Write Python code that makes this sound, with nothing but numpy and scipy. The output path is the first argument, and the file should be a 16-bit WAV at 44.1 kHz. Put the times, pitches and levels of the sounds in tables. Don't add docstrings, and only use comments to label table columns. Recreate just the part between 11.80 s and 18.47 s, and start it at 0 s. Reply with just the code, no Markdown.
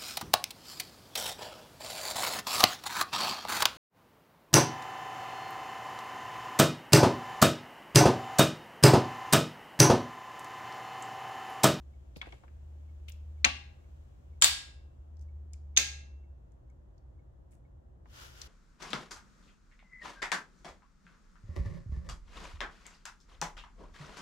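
import sys
import numpy as np
from scipy import signal
from scipy.fft import rfft, irfft, next_fast_len
from scipy.io import wavfile

SR = 44100
rng = np.random.default_rng(int(sys.argv[2]) if len(sys.argv) > 2 else 0)


def transcribe(u):
    v = np.clip(np.atleast_2d(u).T, -1, 1)
    q = np.round(v * 32767).astype(np.int16)
    wavfile.write(sys.argv[1], SR, q)


N = 294367
TIME = np.arange(N) / SR


def from_db(db):
    return 10 ** (np.asarray(db) / 20)


def lean(db):
    return from_db([[db / 2], [-db / 2]])


def unit_energy(x):
    return x / np.sqrt(np.mean(np.sum(x ** 2, axis=-1)) + 1e-30)


def in_time(points):
    s, value = np.transpose(points)
    return np.interp(TIME, s, value)


def at_hz(points, hz):
    f, value = np.transpose(points)
    return np.interp(np.log(np.maximum(hz, 1)), np.log(f), value)


def dying(t, t60):
    return np.exp(-np.log(1000) * t / t60)


def sine(hz, t):
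    return np.sin(2 * np.pi * hz * t + rng.uniform(0, 2 * np.pi, (2, 1)))


def butter(x, hz, kind, order=2):
    sections = signal.butter(order, np.clip(hz, 10, .45 * SR), kind, fs=SR, output="sos")
    return signal.sosfilt(sections, x)


def resonance(x, hz, octaves, order=2):
    half_width = 2 ** (octaves / 2)
    return unit_energy(butter(x, [hz / half_width, hz * half_width], "band", order=order))


def flutter(hz):
    return unit_energy(butter(rng.standard_normal(N), hz, "low")) * np.sqrt(N)


def add(track, s, sound):
    i = int(round(s * SR))
    track[:, i:i + sound.shape[1]] += sound[:, :N - i]


# (frequency [Hz], left-right likeness [-1 to 1])
LIKENESS = [(60, .96), (130, .75), (260, .15), (600, -.25), (2000, -.3), (5000, -.05), (12000, .05)]


def pair_spectrum(spectrum, size):
    hz = np.fft.rfftfreq(size, 1 / SR)
    mid, side = rfft(rng.standard_normal((2, size)))
    alike = np.clip(at_hz(LIKENESS, hz), -1, 1)
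    shared = np.sqrt(1 + alike) * mid
    opposite = np.sqrt(1 - alike) * side * [[1], [-1]]
    return hz, from_db(at_hz(spectrum, hz)) * (shared + opposite)


def steady_noise(spectrum):
    _, bins = pair_spectrum(spectrum, size=next_fast_len(N))
    return unit_energy(irfft(bins)[:, :N]) * np.sqrt(N)


def dying_noise(spectrum, t60s, size, count=18):
    hz, bins = pair_spectrum(spectrum, size=size)
    t, out = np.arange(size) / SR, 0
    edges = np.geomspace(90, 17000, count + 1)
    for low, high in zip(edges, edges[1:]):
        t60 = at_hz(t60s, np.sqrt(low * high))
        band = irfft(bins * ((hz >= low) & (hz < high)))
        out = out + band * dying(t, t60) / np.sqrt(t60)
    return unit_energy(out)


def clack(t, hz, ring_ms, linger_db=-7.0, linger_t60=0.045):
    age = 1000 * t / ring_ms
    out_of_step = np.array([[0], [rng.choice([-1, 1]) * 1.75]])
    phase = rng.uniform(0, 2 * np.pi) + out_of_step
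    swell = unit_energy(age * np.exp(-age))
    linger = unit_energy((1 - np.exp(-age)) * dying(t, linger_t60))
    shape = swell + from_db(linger_db) * linger
    return unit_energy(shape * np.sin(2 * np.pi * hz * t + phase))


# (time [s], rms level [dB])
DRONE_PITCH = [(0.0, 69.5), (0.4, 69.5), (0.47, 65.5), (0.77, 74.5), (2.64, 76), (2.81, 70.5), (3.37, 75.5),
               (4.6, 69)]
DRONE_LEVEL = [(0.0, -50), (0.4, -54.5), (0.51, -83.5), (0.55, -67), (0.69, -49.5), (1.65, -42),
               (1.95, -54.5), (2.22, -48.5), (2.29, -64), (2.54, -46), (2.64, -57.5), (2.72, -45.5),
               (2.82, -65.5), (2.86, -55), (3.3, -51.5), (3.42, -43.5), (4.5, -48), (4.6, -63.5)]
# (frequency [Hz], rms level [dB])
HUM = [(60, -61), (125.5, -69)]
# (frequency [Hz], relative level [dB per Hz])
RUMBLE = [(12, -55), (20, -25.5), (41, -11), (62, -2.5), (86, -9), (97, -18), (130, -14), (157, -22),
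          (270, -26.5), (374, -24.5), (404, -32.5), (540, -28), (693, -32), (2000, -51.5), (2600, -87),
          (4400, -120)]
HISS = [(800, 7.5), (1800, 1.5), (3200, -0.5), (4700, -7.5), (7300, -4.5), (9000, -13), (15500, -15)]
# (time [s], level [dB])
HISS_LEVEL = [(0, -75), (2.1, -73.5), (3.4, -80.5), (6.67, -85.5)]


def background(drone_fade_s=0.14, rumble_db=-55):
    fade = np.exp(-np.maximum(TIME - DRONE_LEVEL[-1][0], 0) / drone_fade_s)
    cycles = np.cumsum(in_time(DRONE_PITCH)) / SR
    tones = from_db(in_time(DRONE_LEVEL)) * fade * np.sin(2 * np.pi * cycles)
    for hum_hz, hum_db in HUM:
        tones = tones + from_db(hum_db) * np.sin(2 * np.pi * (hum_hz * TIME + rng.random()))
    rumble = from_db(rumble_db) * steady_noise(RUMBLE)
    hiss = from_db(in_time(HISS_LEVEL)) * steady_noise(HISS)
    return np.sqrt(2) * tones + rumble + hiss


# (first tick [s], tick to tock [s], tick to next tick [s])
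CLOCK = (0.134, 0.492, 0.9525)


def clock(tick_db=-50, case_hz=2210, ring_ms=5.5, size=4096):
    out, t = np.zeros((2, N)), np.arange(size) / SR
    first_s, tock_s, period_s = CLOCK
    for s in np.arange(first_s, N / SR - tock_s, period_s):
        for beat_s in (s, s + tock_s):
            add(out, beat_s, from_db(tick_db) * clack(t, case_hz, ring_ms))
    return out


# (time [s], energy [dB], time to the peak [s], pitch [Hz])
SLIDES = [(0.356, -31, 0.011, 4500), (0.430, -31.5, 0.032, 2570), (0.469, -41.5, 0.059, 7000),
          (1.281, -22.5, 0.006, 2750), (3.408, -43.5, 0.0085, 6004), (3.732, -40.5, 0.004, 2300),
          (5.706, -43, 0.016, 8000), (5.712, -47, 0.012, 2150)]


def slides(octaves=0.45, grain_db=4.5, catch_hz=300, size=16384):
    out, t = np.zeros((2, N)), np.arange(size) / SR
    for s, db, peak_s, hz in SLIDES:
        speed = t / peak_s * np.exp(-t / peak_s)
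        grit = rng.standard_normal((2, size)) * from_db(grain_db * flutter(catch_hz)[:size])
        add(out, s, from_db(db) * resonance(speed * grit, hz, octaves, order=1))
    return out


# (time [s], energy [dB], pitch [Hz])
TICKS = [ (0.361, -29, 2870), (0.364, -18.5, 157), (0.3704, -40, 12500), (0.417, -20, 2440),
         (0.427, -23.5, 1250), (0.459, -28, 1500), (0.470, -22, 410), (0.527, -24.5, 452),
         (0.636, -29, 700), (0.679, -37.5, 1500), (1.2957, -31.5, 13150), (1.3207, -32, 6300),
         (3.369, -50, 5005), (3.393, -49, 5902), (3.7336, -29, 6400), (3.995, -19, 310), (4.720, -55, 6500),
         (4.900, -56, 6500), (5.180, -50.5, 5200), (6.2572, -35, 850), (6.6159, -17.5, 5100), ]


def touches(octaves=1.2, narrowing=0.35, longest_t60_s=0.11, halving_hz=1300, size=8192):
    out, t = np.zeros((2, N)), np.arange(size) / SR
    for s, db, hz in TICKS:
        hardness = hz / halving_hz
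        burst = rng.standard_normal((2, size)) * dying(t, longest_t60_s / (1 + hardness))
        add(out, s, from_db(db) * resonance(burst, hz, octaves / hardness ** narrowing))
    return out


# (frequency [Hz], decay t60 [s],
# energy against the crack at spot 1 [dB], spot 2 [dB], spot 3 [dB])
FRAME = [ (546, 0.16, -23, -27.5, -30.5), (760, 0.44, -25, -32.5, -37), (807.8, 0.68, -25, -26, -34),
         (1146, 0.33, -24.5, -31, -42), (1319, 0.26, -20, -24.5, -24), (1632.1, 0.55, -26.5, -26, -23.5),
         (1698, .5, -28, -24, -33.5), (1995, 0.41, -30.5, -30, -26), (2255, 0.23, -18.5, -31, -29.5),
         (2590, 0.3, -20, -30.5, -22), (2697, .75, -39, -29, -27), (2765, .33, -16.5, -26, -38),
         (3050, 0.37, -30, -25.5, -24), (3130, 0.21, -24.5, -22, -42), (3610, 0.36, -25, -24, -20),
         (3660, .12, -30.5, -17, -24), (4060, 0.27, -27.5, -28.5, -13.5), (4030, 0.41, -24, -24, -16.5),
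         (4440, .2, -25, -19.5, -26.5), (4918, .28, -27.5, -19.5, -38), (5136, 0.37, -29.5, -19, -19.5),
         (6560, .22, -18.5, -27, -16.5), (6940, 0.23, -36.5, -17, -31), (7587, 0.25, -42, -24.5, -22.5), ]


def frame_ring(t, spot):
    out = 0
    for hz, t60, *spot_db in FRAME:
        out = out + from_db(spot_db[spot]) * unit_energy(dying(t, t60) * sine(hz, t))
    return out


def fittings(t, t60=0.15, spread_db=1.0, count=48):
    out = 0
    for hz in np.geomspace(1300, 9000, count) * rng.uniform(.97, 1.03, count):
        mode = sine(hz, t) * dying(t, t60 * (3000 / hz) ** .3)
        out = out + from_db(spread_db * rng.standard_normal()) * mode
    return unit_energy(out)


# (frequency [Hz], relative level at spot 1 [dB per Hz], spot 2 [dB per Hz], spot 3 [dB per Hz])
CRACK = [(100, -18.5, -25, -24), (183, -14.5, -12.5, -11.5), (240.2, -4.5, -8.5, -7), (416, -23, -21, -7),
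         (747, -2, -4.5, -9.5), (1150, -5.5, -3, -9), (1653, 1.5, -2.5, -1), (2690, 4, -1.5, 3.5),
         (4201.6, -0.5, -0.5, -1), (5370, 0, -2, 0.5), (6430, -3.5, -1, 1.5), (7950, 0, 0.5, 0),
         (9700.6, -2, -3.5, -8.5), (10400, -10.5, -11, -11), (15110, -12.5, -6, -6.5)]
# (frequency [Hz], decay t60 [s])
CRACK_T60 = [(200, 0.32), (700, 0.19), (2000, 0.039), (6000, 0.029), (14000, 0.039)]


def crack_noise(spot, thud_db, thud_hz=600, seat_s=0.0004, size=32768):
    crack = dying_noise(np.array(CRACK)[:, [0, spot + 1]], CRACK_T60, size=size // 4)
    crack = np.pad(crack, [(0, 0), (0, size - crack.shape[1])])
    crack = crack * (1 - np.exp(-np.arange(size) / SR / seat_s))
    return crack + (from_db(thud_db) - 1) * butter(crack, thud_hz, "low", order=1)


# (time [s], crack energy [dB], sharpness as low-pass edge [Hz],
#  steel wall ring [Hz], magnet ring [Hz], magnet ring energy [dB])
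CONTACTS = [ (0.4142, -11.5, 1730, 2200, 3390, -18.5), (0.523, -25.5, 3300, 2200, 3340, -36.5),
            (1.645, 7.5, 3630, 2350, 4226, 1.5), (1.6483, 8.5, 4400, 2600, 6510, 3),
            (2.6146, -13, 8990, 3750, 7430, -9), (2.6218, 10.5, 10000, 3100, 7650, 5.5),
            (2.639, -5.5, 9000, 3770, 7100, 5.5), (2.6434, 8.5, 14000, 3698, 7800, 8),
            (3.9650, -7, 6000, 3600, 6530, -11), (3.9716, -0.5, 5010, 2850, 1499, -15),
            (3.9728, 4, 11000, 3670, 6060, 2), (3.9766, -3.5, 12000, 4550, 6500, 9),
            (3.9947, -16, 5000, 3560, 6820, -11), ]
# (used from time [s], gain of the thud [dB],
# wall ring against the crack [dB], left minus right [dB], feed to the room [dB])
SPOTS = [(0, 3.5, -4, 2.5, -10), (2.2, -7.5, -6.5, -0.4, -2.5), (3.5, -2, -1, -3, -2)]


def magnet(rings_send_db=-9.5, frame_send_db=-6.5, fittings_db=-15.5, size=32768):
    ring_ms_at_0_db, ring_halving_db = 0.8, 15
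    direct, feed, t = np.zeros((2, N)), np.zeros((2, N)), np.arange(size) / SR
    sympathy = from_db(fittings_db) * fittings(t)
    frames = [frame_ring(t, spot) + sympathy for spot in range(len(SPOTS))]
    for s, db, sharp_hz, wall_hz, magnet_hz, magnet_db in CONTACTS:
        spot = np.searchsorted([row[0] for row in SPOTS], s) - 1
        _, thud_db, wall_db, pan_db, room_db = SPOTS[spot]
        crack = crack_noise(spot, thud_db, size=size)
        crack, frame = from_db(db) * butter([crack, frames[spot]], sharp_hz, "low")
        ring_ms = ring_ms_at_0_db * 2 ** (-max(db, magnet_db) / ring_halving_db)
        wall_ring = from_db(db + wall_db) * clack(t, wall_hz, ring_ms)
        magnet_ring = from_db(magnet_db) * clack(t, magnet_hz, ring_ms)
        rings = wall_ring + magnet_ring
        add(direct, s, (crack + frame + rings) * lean(pan_db))
        sent = crack + from_db(frame_send_db) * frame + from_db(rings_send_db) * rings
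        add(feed, s, from_db(room_db) * sent)
    return direct, feed


# (frequency [Hz], relative level [dB per Hz])
ROOM_T60 = [(150, 0.05), (500, 0.64), (1400, 0.4866), (3500, 0.4152), (7000, 0.39), (10000, 0.3441),
            (15000, 0.2)]
ROOM_COLOUR = [(150, -3), (500, -9), (1200, -4), (2500, 2), (4500, 4), (7500, -3), (14000, 1)]


def room(feed, build_s=0.0043, near_db=-5.0, near_t60=0.086, size=40000):
    t = np.arange(size) / SR
    walls = dying_noise(ROOM_COLOUR, ROOM_T60, size=size)
    near = from_db(near_db) * unit_energy(rng.standard_normal((2, size)) * dying(t, near_t60))
    answer = (walls + near) * (1 - np.exp(-t / build_s))
    return signal.fftconvolve(feed, answer, axes=1)[:, :N]


# (time of the peak [s], level before grain and pan [dB])
STROKES = [(6.42, -51.5), (6.62, -55.5)]
# (frequency [Hz], relative level [dB per Hz])
SWISH = [(180, -36.5), (300, -5.5), (366, -7), (769, -7), (1260, -4), (1420, 2.5), (1590, -4), (2610, -8),
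         (2930, -3), (4280, -10), (4880, -7), (7020, -11.5), (8420, -19), (13600, -19), (15500, -24)]


def sleeve(stroke_s=0.085, grain_db=1.0, grain_hz=120, pan_db=0.7):
    speed = sum(from_db(db) * np.exp(-((TIME - s) / stroke_s) ** 2) for s, db in STROKES)
    grain = from_db(grain_db * flutter(grain_hz))
    return speed * grain * steady_noise(SWISH) * lean(pan_db)


def scene(touch_room_db=-12.0):
    direct, feed = magnet()
    taps = touches() + slides()
    echoes = room(feed + from_db(touch_room_db) * taps)
    return background() + clock() + taps + direct + echoes + sleeve()


# (frequency [Hz], left minus right [dB])
BALANCE_DB = [(60, 0.37), (130, 1), (280, 2), (600, -0.5), (1100, 1.5), (4000, 1), (7000, 4.5),
              (10000, -3.5), (14000, -2)]


def record(dry, cutoff_hz=15850):
    size = next_fast_len(N + 4096)
    lean_db = at_hz(BALANCE_DB, np.fft.rfftfreq(size, 1 / SR)) * np.array([[.5], [-.5]])
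    heard = irfft(rfft(dry, size) * from_db(lean_db), size)[:, :N]
    rounded = heard / (1 + heard ** 4) ** .25
    return signal.sosfilt(signal.ellip(12, .1, 80, cutoff_hz, fs=SR, output="sos"), rounded)


dry = scene()
out = record(dry)
transcribe(out)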